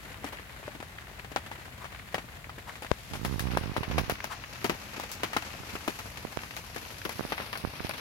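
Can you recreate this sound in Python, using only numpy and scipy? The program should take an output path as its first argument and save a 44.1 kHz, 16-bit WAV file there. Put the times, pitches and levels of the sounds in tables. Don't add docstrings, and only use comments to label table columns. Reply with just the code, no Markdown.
import sys
import numpy as np
from scipy import signal
from scipy.fft import rfft, irfft, next_fast_len
from scipy.io import wavfile
from scipy.ndimage import uniform_filter1d, map_coordinates

SR = 44100
rng = np.random.default_rng(int(sys.argv[2]) if len(sys.argv) > 2 else 0)


def generate_wav(signal):
    frames = np.transpose(np.atleast_2d(signal))
    scaled = np.clip(frames, -1, 1) * 32767
    pcm = np.round(scaled).astype(np.int16)
    wavfile.write(sys.argv[1], SR, pcm)


N = 352894

# frequency in Hz, left over right in dB.
SECOND_WALL_BALANCE = [(60, 1.5), (110, 12), (200, 3), (380, 3), (700, 5.5), (1290, 3), (2380, 1),
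                       (4400, 10), (8120, 8), (15000, -15.5)]
DROP_PAN_DB = np.array([[2.25], [-2.25]])


def amp(db):
    return 10 ** (np.asarray(db) / 20)


def unit(x):
    return x / np.sqrt(np.mean(x ** 2) + 1e-20)


def along(points, hz):
    knots_hz, values = np.transpose(points)
    return np.interp(np.log(hz + 1), np.log(knots_hz + 1), values)


def wobble(per_s):
    return map_coordinates(rng.standard_normal(int(N * per_s / SR) + 4), [np.arange(N) * per_s / SR])


def filtered(x, response):
    size = next_fast_len(N + SR // 2)
    return irfft(rfft(x, size) * response(np.fft.rfftfreq(size, 1 / SR)), size)[..., :N]


def modes(rows):
    return lambda f: sum((-1) ** k * amp(db) * 1j * f * width / (hz * hz - f * f + 1j * f * width)
                         for k, (hz, width, db) in enumerate(rows))


def high_pass(hz, damping):
    return lambda f: -f * f / (hz * hz - f * f + 1j * damping * f * hz)


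def stereo(pair, spectrum, balance):
    # frequency in Hz, correlation of left and right.
    likeness = [(60, 0.92), (300, 0.74), (700, 0.5), (1400, 0), (15000, 0)]
    angle = lambda hz: np.arccos(along(likeness, hz)) / 2
    mid, side = filtered(pair, lambda hz: amp(along(spectrum, hz)) * [np.cos(angle(hz)), np.sin(angle(hz))])
    pan = lambda hz: amp(np.outer([.5, -.5], along(balance, hz)))
    return unit(filtered(np.array([mid + side, mid - side]), pan))


def rumble():
    # frequency in Hz, relative spectral level in dB.
    spectrum = [(20, -50), (35, -10), (52, 2.5), (120, 1), (220, -11), (400, -31)]
    level_db = -49.5 + 0.5 * wobble(per_s=3.14)
    return amp(level_db) * stereo(rng.standard_normal((2, N)), spectrum, balance=[(60, 2.0)])


def patter(per_s, spread_db, t60, smallest_db):
    when, size = rng.random((int(per_s * N / SR), 2)).T
    drop_db = smallest_db - spread_db * np.log(1 - .985 * size)
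    kicks = np.bincount((when * N).astype(int), amp(drop_db) ** 2, N)
    power_decay = amp(-2 * 60 * np.arange(SR // 8) / SR / t60)
    return np.sqrt(1 + np.abs(signal.fftconvolve(kicks, power_decay)[:N]))


def fine_rain():
    # time in seconds, then patter, hiss and air in dB before their trims.
    faders = [(0.0, -48.5, -57.5, -60.5), (0.2, -47.5, -59.5, -61.5), (0.87, -51.5, -60, -65.5),
              (1.54, -50, -60, -64.5), (2.65, -51.5, -60, -65), (3.34, -49.5, -52.5, -56.5),
              (3.63, -45.5, -55, -64), (3.99, -45.5, -53.5, -61), (4.36, -49.5, -55.5, -67),
              (4.61, -48.5, -55, -58), (4.77, -46, -53, -56.5), (5.5, -46, -53.5, -58),
              (5.95, -46.5, -51.5, -53), (6.17, -48, -54.5, -57), (7.0, -50, -53, -55.5),
              (7.31, -46, -51, -53.5), (7.8, -46.5, -51, -57), (8.0, -46.5, -50.5, -56)]
    # frequency in Hz, relative spectral level in dB.
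    first_wall = [(120, -53), (200, -2.5), (441, -5), (674, -4), (1220, -4), (1930, -1.5), (2700, -6.5),
                  (4300, -14), (5810, -23), (12100, -19.5), (15100, -46), (16300, -37)]
    second_wall = [(120, -32), (200, 0), (361, -5.5), (857, -4), (2600, -3.5), (3300, -10.5), (6500, -16),
                   (8880, -26), (12600, -27), (15100, -49), (16300, -54)]
    # frequency in Hz, left over right in dB.
    first_wall_balance = [(60, 1.0), (130, 6), (290, 3), (640, 7.5), (1410, 3), (3100, 1.5), (6820, 15),
                          (15000, -27)]
    turn_start_s, turn_length_s = 2.75, 0.89
    t = np.arange(N) / SR
    times, *levels = np.transpose(faders)
    patter_db, hiss_db, air_db = (np.interp(t, times, db) for db in levels)
    turned = np.clip((t - turn_start_s) / turn_length_s, 0, 1)
    flare = patter(per_s=90, spread_db=3.5, t60=0.12, smallest_db=-3.5)
    ticks = patter(per_s=60, spread_db=3, t60=0.011, smallest_db=-1.5)
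    thuds = patter(per_s=45, spread_db=5, t60=0.022, smallest_db=0.5)
    taps = patter(per_s=45, spread_db=5, t60=0.022, smallest_db=0.5)

    def wall(spectrum, balance):
        bed = stereo(unit(flare * rng.standard_normal((2, N))), spectrum, balance)
        treble = filtered(bed, lambda hz: 1 / (1 + (3200 / (hz + 1)) ** 6))
        body = bed - treble
        low = filtered(body, lambda hz: 1 / (1 + (hz / 1100) ** 4))
        pattering = low * thuds + (body - low) * taps
        sizzle = treble * ticks
        air = filtered(sizzle, lambda hz: 1 / (1 + (8300 / (hz + 1)) ** 12))
        return (amp(patter_db + 2) * unit(pattering) + amp(hiss_db + 2) * unit(sizzle - air)
                + amp(air_db + 1.5) * unit(air))
    return (np.sqrt(1 - turned) * wall(first_wall, first_wall_balance)
            + np.sqrt(turned) * wall(second_wall, SECOND_WALL_BALANCE))


def flurries():
    # middle in seconds, half length in seconds, level in dB, panel pitch in Hz.
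    swells = [(1.822, 0.013, -44.5, 1000), (2.692, 0.015, -41, 970), (4.325, 0.015, -35.5, 1070),
              (5.435, 0.016, -52, 1500)]
    t, out = np.arange(N) / SR, 0
    for middle_s, half_s, db, hz in swells:
        noise = .7 * rng.standard_normal(N) + .7 * rng.standard_normal((2, N))
        swell = np.exp(-.5 * ((t - middle_s) / half_s) ** 2)
        out += amp(db) * swell * unit(filtered(noise, modes([(hz, 0.43 * hz, 0)])))
    return out * amp(DROP_PAN_DB)


def finger_on_casing():
    # time in seconds, dip in dB, width scale in ms, leading spike in dB,
    # port (0 left, 1 right).
    bumps = [(2.9155, -2, .2, -36, 0), (2.9174, -9, 0.17, -33, 0), (3.7818, -17.5, 0.77, -16, 1),
             (3.8091, -19, 0.94, -23, 1), (4.0816, -25, .9, -44, 1), (4.1232, -19, 0.65, -19, 1),
             (5.6025, -29, 0.83, -36, 1), (5.7399, -27, .9, -44, 1), (6.2512, -18.5, 0.38, -21, 1),
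             (6.3729, -10.5, 0.16, -44, 1), (7.1571, -33, 0.88, -40, 1), (7.1958, -25, 0.62, -11.5, 1),
             (7.2095, -24, 0.61, -15, 1), (7.2519, -22, 0.54, -19, 1), (7.6404, -20.5, 1, -31, 1),
             (7.651, -22, 0.73, -10, 1), (7.6744, -24.5, 1, -40, 1), (7.8061, -26, 0.91, -17, 1),
             (7.8485, -17.5, 0.53, -22, 1)]
    # time in seconds, slips per second.
    strokes = [
        [(3.1127, 95.0), (3.17, 39.4), (3.23, 58.8), (3.33, 69.1), (3.385, 36.0), (3.44, 68.7), (3.5, 58.9),
         (3.56, 65.1), (3.61, 32.0), (3.645, 45.6), (3.685, 58.2), (3.72, 39.6)],
        [(3.8807, 41.5), (3.93, 70.8), (3.98, 83.0), (4.04, 34.4)],
    ]
    pulses, first_touch_s = list(bumps), strokes[0][0][0]
    for stroke in strokes:
        times, rates = np.transpose(stroke)
        t = np.arange(times[0], times[-1], 1 / SR)
        slip_count = np.cumsum(np.interp(t, times, rates)) / SR
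        for when in np.interp(np.arange(int(slip_count[-1]) + 1), slip_count, t):
            size_jitter, width_jitter, spike_jitter = rng.standard_normal(3)
            grip_db = -12.5 * np.exp(-(when - first_touch_s) / .1)
            speed_db = 3 * np.log2(np.interp(when, times, rates) / 60)
            db = -18.5 + grip_db + speed_db + 1.3 * size_jitter
            pulses.append((when, db, .95 * amp(.8 * width_jitter), db - 8 + 3 * spike_jitter, 1))
    pressure, ms = np.zeros((2, N)), np.arange(-300, 300) / SR * 1000
    for when, dip_db, width_ms, spike_db, port in pulses:
        slope_ms = width_ms * np.where(ms < 0, 0.23, 1.9)
        dip = amp(dip_db) * np.exp(-.5 * (ms / slope_ms) ** 2)
        spike = amp(spike_db) * np.exp(-.5 * ((ms + 1.48 * width_ms) / 0.15) ** 2)
        pressure[round(port), round(when * SR) - 300:][:600] += spike - dip
    return filtered(pressure, high_pass(62, damping=1))


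def heavy_drops():
    # start in seconds, snap in dB, panel pitch in Hz, tail in dB,
    # then treble and note in dB relative to the tail. All levels are set ahead of the filters.
    hits = [(0.242, -14.5, 295, -40.5, -8, 9.5), (0.329, -32, 886, -40, -15, 3),
            (0.395, -28, 670, -52, -19, 1), (0.678, -19, 600, -43.5, -35, 16),
            (0.748, -38, 298, -47, -27, 5), (0.801, -31, 820, -41.5, -21, 5),
            (0.827, -22.5, 925, -53, -14, -2), (1.244, -41, 776, -41, -20, 0),
            (1.315, -43, 298, -46.5, -25, -1), (1.36, -10, 796, -27.5, -22, 7),
            (1.513, -28, 883, -36, -20, 4), (1.612, -33, 1890, -53, -28, 3),
            (1.842, -27, 1300, -39.5, -21, 6), (1.854, -33, 1780, -42.5, -29, 0),
            (2.142, -14, 750, -27.5, -25, 5.5), (2.18, -16, 885, -35.5, -24, 3),
            (2.493, -43, 1260, -43.5, -34, 14), (2.821, -23, 583, -38, -11.5, -1),
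            (2.845, -29, 794, -38.5, -24, 2), (3.134, -39, 848, -35.5, -11, 4),
            (3.153, -20, 860, -42, -22, 7), (3.248, -13, 318, -33.5, -7, -7),
            (3.393, -28, 1800, -32, -4, 8), (3.571, -3, 614, -33, -9, -7), (3.764, -7.5, 426, -29, -15, -1),
            (3.83, -18, 1120, -33, -28, 4), (3.98, -6, 800, -24.5, -12.5, 3.5),
            (4.096, -7, 755, -26.5, -10.5, 3.5), (4.241, -26, 934, -34, -8, 0),
            (4.642, -22, 397, -25.5, -12, 4.5), (4.694, -20, 342, -27, -18, 0.5),
            (4.741, -39, 2750, -44, -15, 3), (4.967, -32, 2510, -40, -16, 1),
            (4.997, -19, 1270, -33, -10.5, 3), (5.036, -26, 750, -41.5, -11, 3),
            (5.115, -32, 2370, -44.5, 7.5, 5), (5.232, -14, 725, -25, -19, -1.5),
            (5.331, -21, 2610, -31, -17, -4), (5.364, -6.5, 1040, -25, -17, -6),
            (5.421, -40, 2610, -36, -16, 5), (5.463, -39, 1100, -47, -6, 3), (5.754, -28, 694, -38, -20, 6),
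            (5.877, -10.5, 332, -31.5, -8, 6.5), (5.988, -27, 931, -38, -7.5, 3),
            (6.433, -34, 1870, -39.5, -29, 10), (6.565, -39, 2480, -36.5, -8.5, -2),
            (6.76, -23, 692, -34, -13, -3), (6.827, -37, 468, -44.5, -19, 1),
            (6.859, -39, 853, -46, -10, -1), (6.895, -37, 953, -51, -14, 3), (6.921, -32, 614, -51, -12, 3),
            (7.05, -37, 397, -32, -14, -3), (7.092, -19, 1010, -36, -8.5, 1),
            (7.11, -31, 2180, -43, -16, 3), (7.32, -11.5, 895, -28, -25, -1),
            (7.378, -32, 2280, -34, -27, 3), (7.4, -16, 680, -35.5, -25, 1),
            (7.456, -33, 2310, -46, -20, 3), (7.528, -29, 1190, -32, -13.5, -1),
            (7.553, -28, 1590, -33.5, -29, 6), (7.573, -30, 690, -44, 3.5, 1),
            (7.892, -26, 625, -33.5, -9, 6), (7.935, -35, 1120, -38, -23, -1)]
    # centre in Hz, width in Hz, gain in dB.
    film_modes = [(236, 410, 3.5), (854, 790, 0), (2480, 1580, -1.5), (5350, 9800, -2), (13000, 1700, -4.5)]
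    peak_after_s, right_lag_s, ring_cycles = .0015, .0002, 20.7
    snap, note, bass, body, treble = np.zeros((5, 2, N + SR))
    t, pan = np.arange(SR // 7) / SR, amp(DROP_PAN_DB)
    decay = lambda db, t60: amp(db - 60 * t / t60)
    for start_s, snap_db, hz, tail_db, treble_db, note_db in hits:
        peak = round((start_s + peak_after_s) * SR)
        width_s = 0.00016 * (700 / hz) ** 0.2
        push = np.exp(-.5 * ((t - 30 / SR) / width_s) ** 2)
        snap[:, peak - 30:][:, :len(t)] += 0.95 * pan * amp(snap_db) * push
        ring = decay(tail_db + note_db, ring_cycles / hz) * np.sin(2 * np.pi * hz * t)
        note[:, peak:][:, :len(t)] += pan * ring
        scatter = .6 * rng.standard_normal((3, 1, len(t))) + .78 * rng.standard_normal((3, 2, len(t)))
        grain = amp(3 * unit(uniform_filter1d(rng.standard_normal(len(t)), size=40)))
        low, mid, high = pan * amp(tail_db) * grain * scatter
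        boom_db = 6.5 - 7 * np.log2(hz / 700)
        bass[:, peak:][:, :len(t)] += low * decay(boom_db, 0.1)
        body[:, peak:][:, :len(t)] += mid * (decay(8.5, 0.081) + decay(-5.5, 0.12))
        treble[:, peak - 8:][:, :len(t)] += high * amp(treble_db) * (decay(12.5, 0.0053) + decay(3.5, 0.18))

    def resonate(x, rows, low_cut_hz):
        return filtered(filtered(x[:, :N], modes(rows)), high_pass(low_cut_hz, damping=1.25))
    treble_pan = lambda hz: amp(np.outer([.5, -.5], along(SECOND_WALL_BALANCE, hz) - 3.5))
    tail = resonate(bass, film_modes[:1], 80) + resonate(body, film_modes[1:3], 460)
    tail += filtered(resonate(treble, film_modes[3:], 2200), treble_pan)
    snap = filtered(snap[:, :N], high_pass(220, damping=3.3))
    right_delay = lambda hz: np.exp(np.outer([0, -2j * np.pi * right_lag_s], hz))
    return filtered(snap + note[:, :N] + tail, right_delay)


def treble_hollow(x):
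    # time in seconds, centre in Hz, depth in dB.
    sweep = [(0, 8500, 0), (3.1, 8700, 0.5), (3.6, 7360, 9.5), (4.3, 8550, 9), (5.2, 9100, 4.5),
             (6.2, 8550, 4.5), (7.0, 8200, 6.5), (7.5, 7300, 11.5), (8, 7500, 11)]
    width_hz = 960
    hz, t, spectra = signal.stft(x, SR, nperseg=512)
    times, centre_hz, depth_db = np.transpose(sweep)
    bell = np.exp(-.5 * ((hz[:, None] - np.interp(t, times, centre_hz)) / width_hz) ** 2)
    gain = amp(-np.interp(t, times, depth_db) * bell)
    return signal.istft(spectra * gain, SR, nperseg=512)[1][:, :N]


def scene():
    return treble_hollow(fine_rain() + heavy_drops()) + rumble() + flurries() + finger_on_casing()


def record(dry):
    return filtered(dry, lambda hz: hz < 15900)


dry = scene()
out = record(dry)
generate_wav(out)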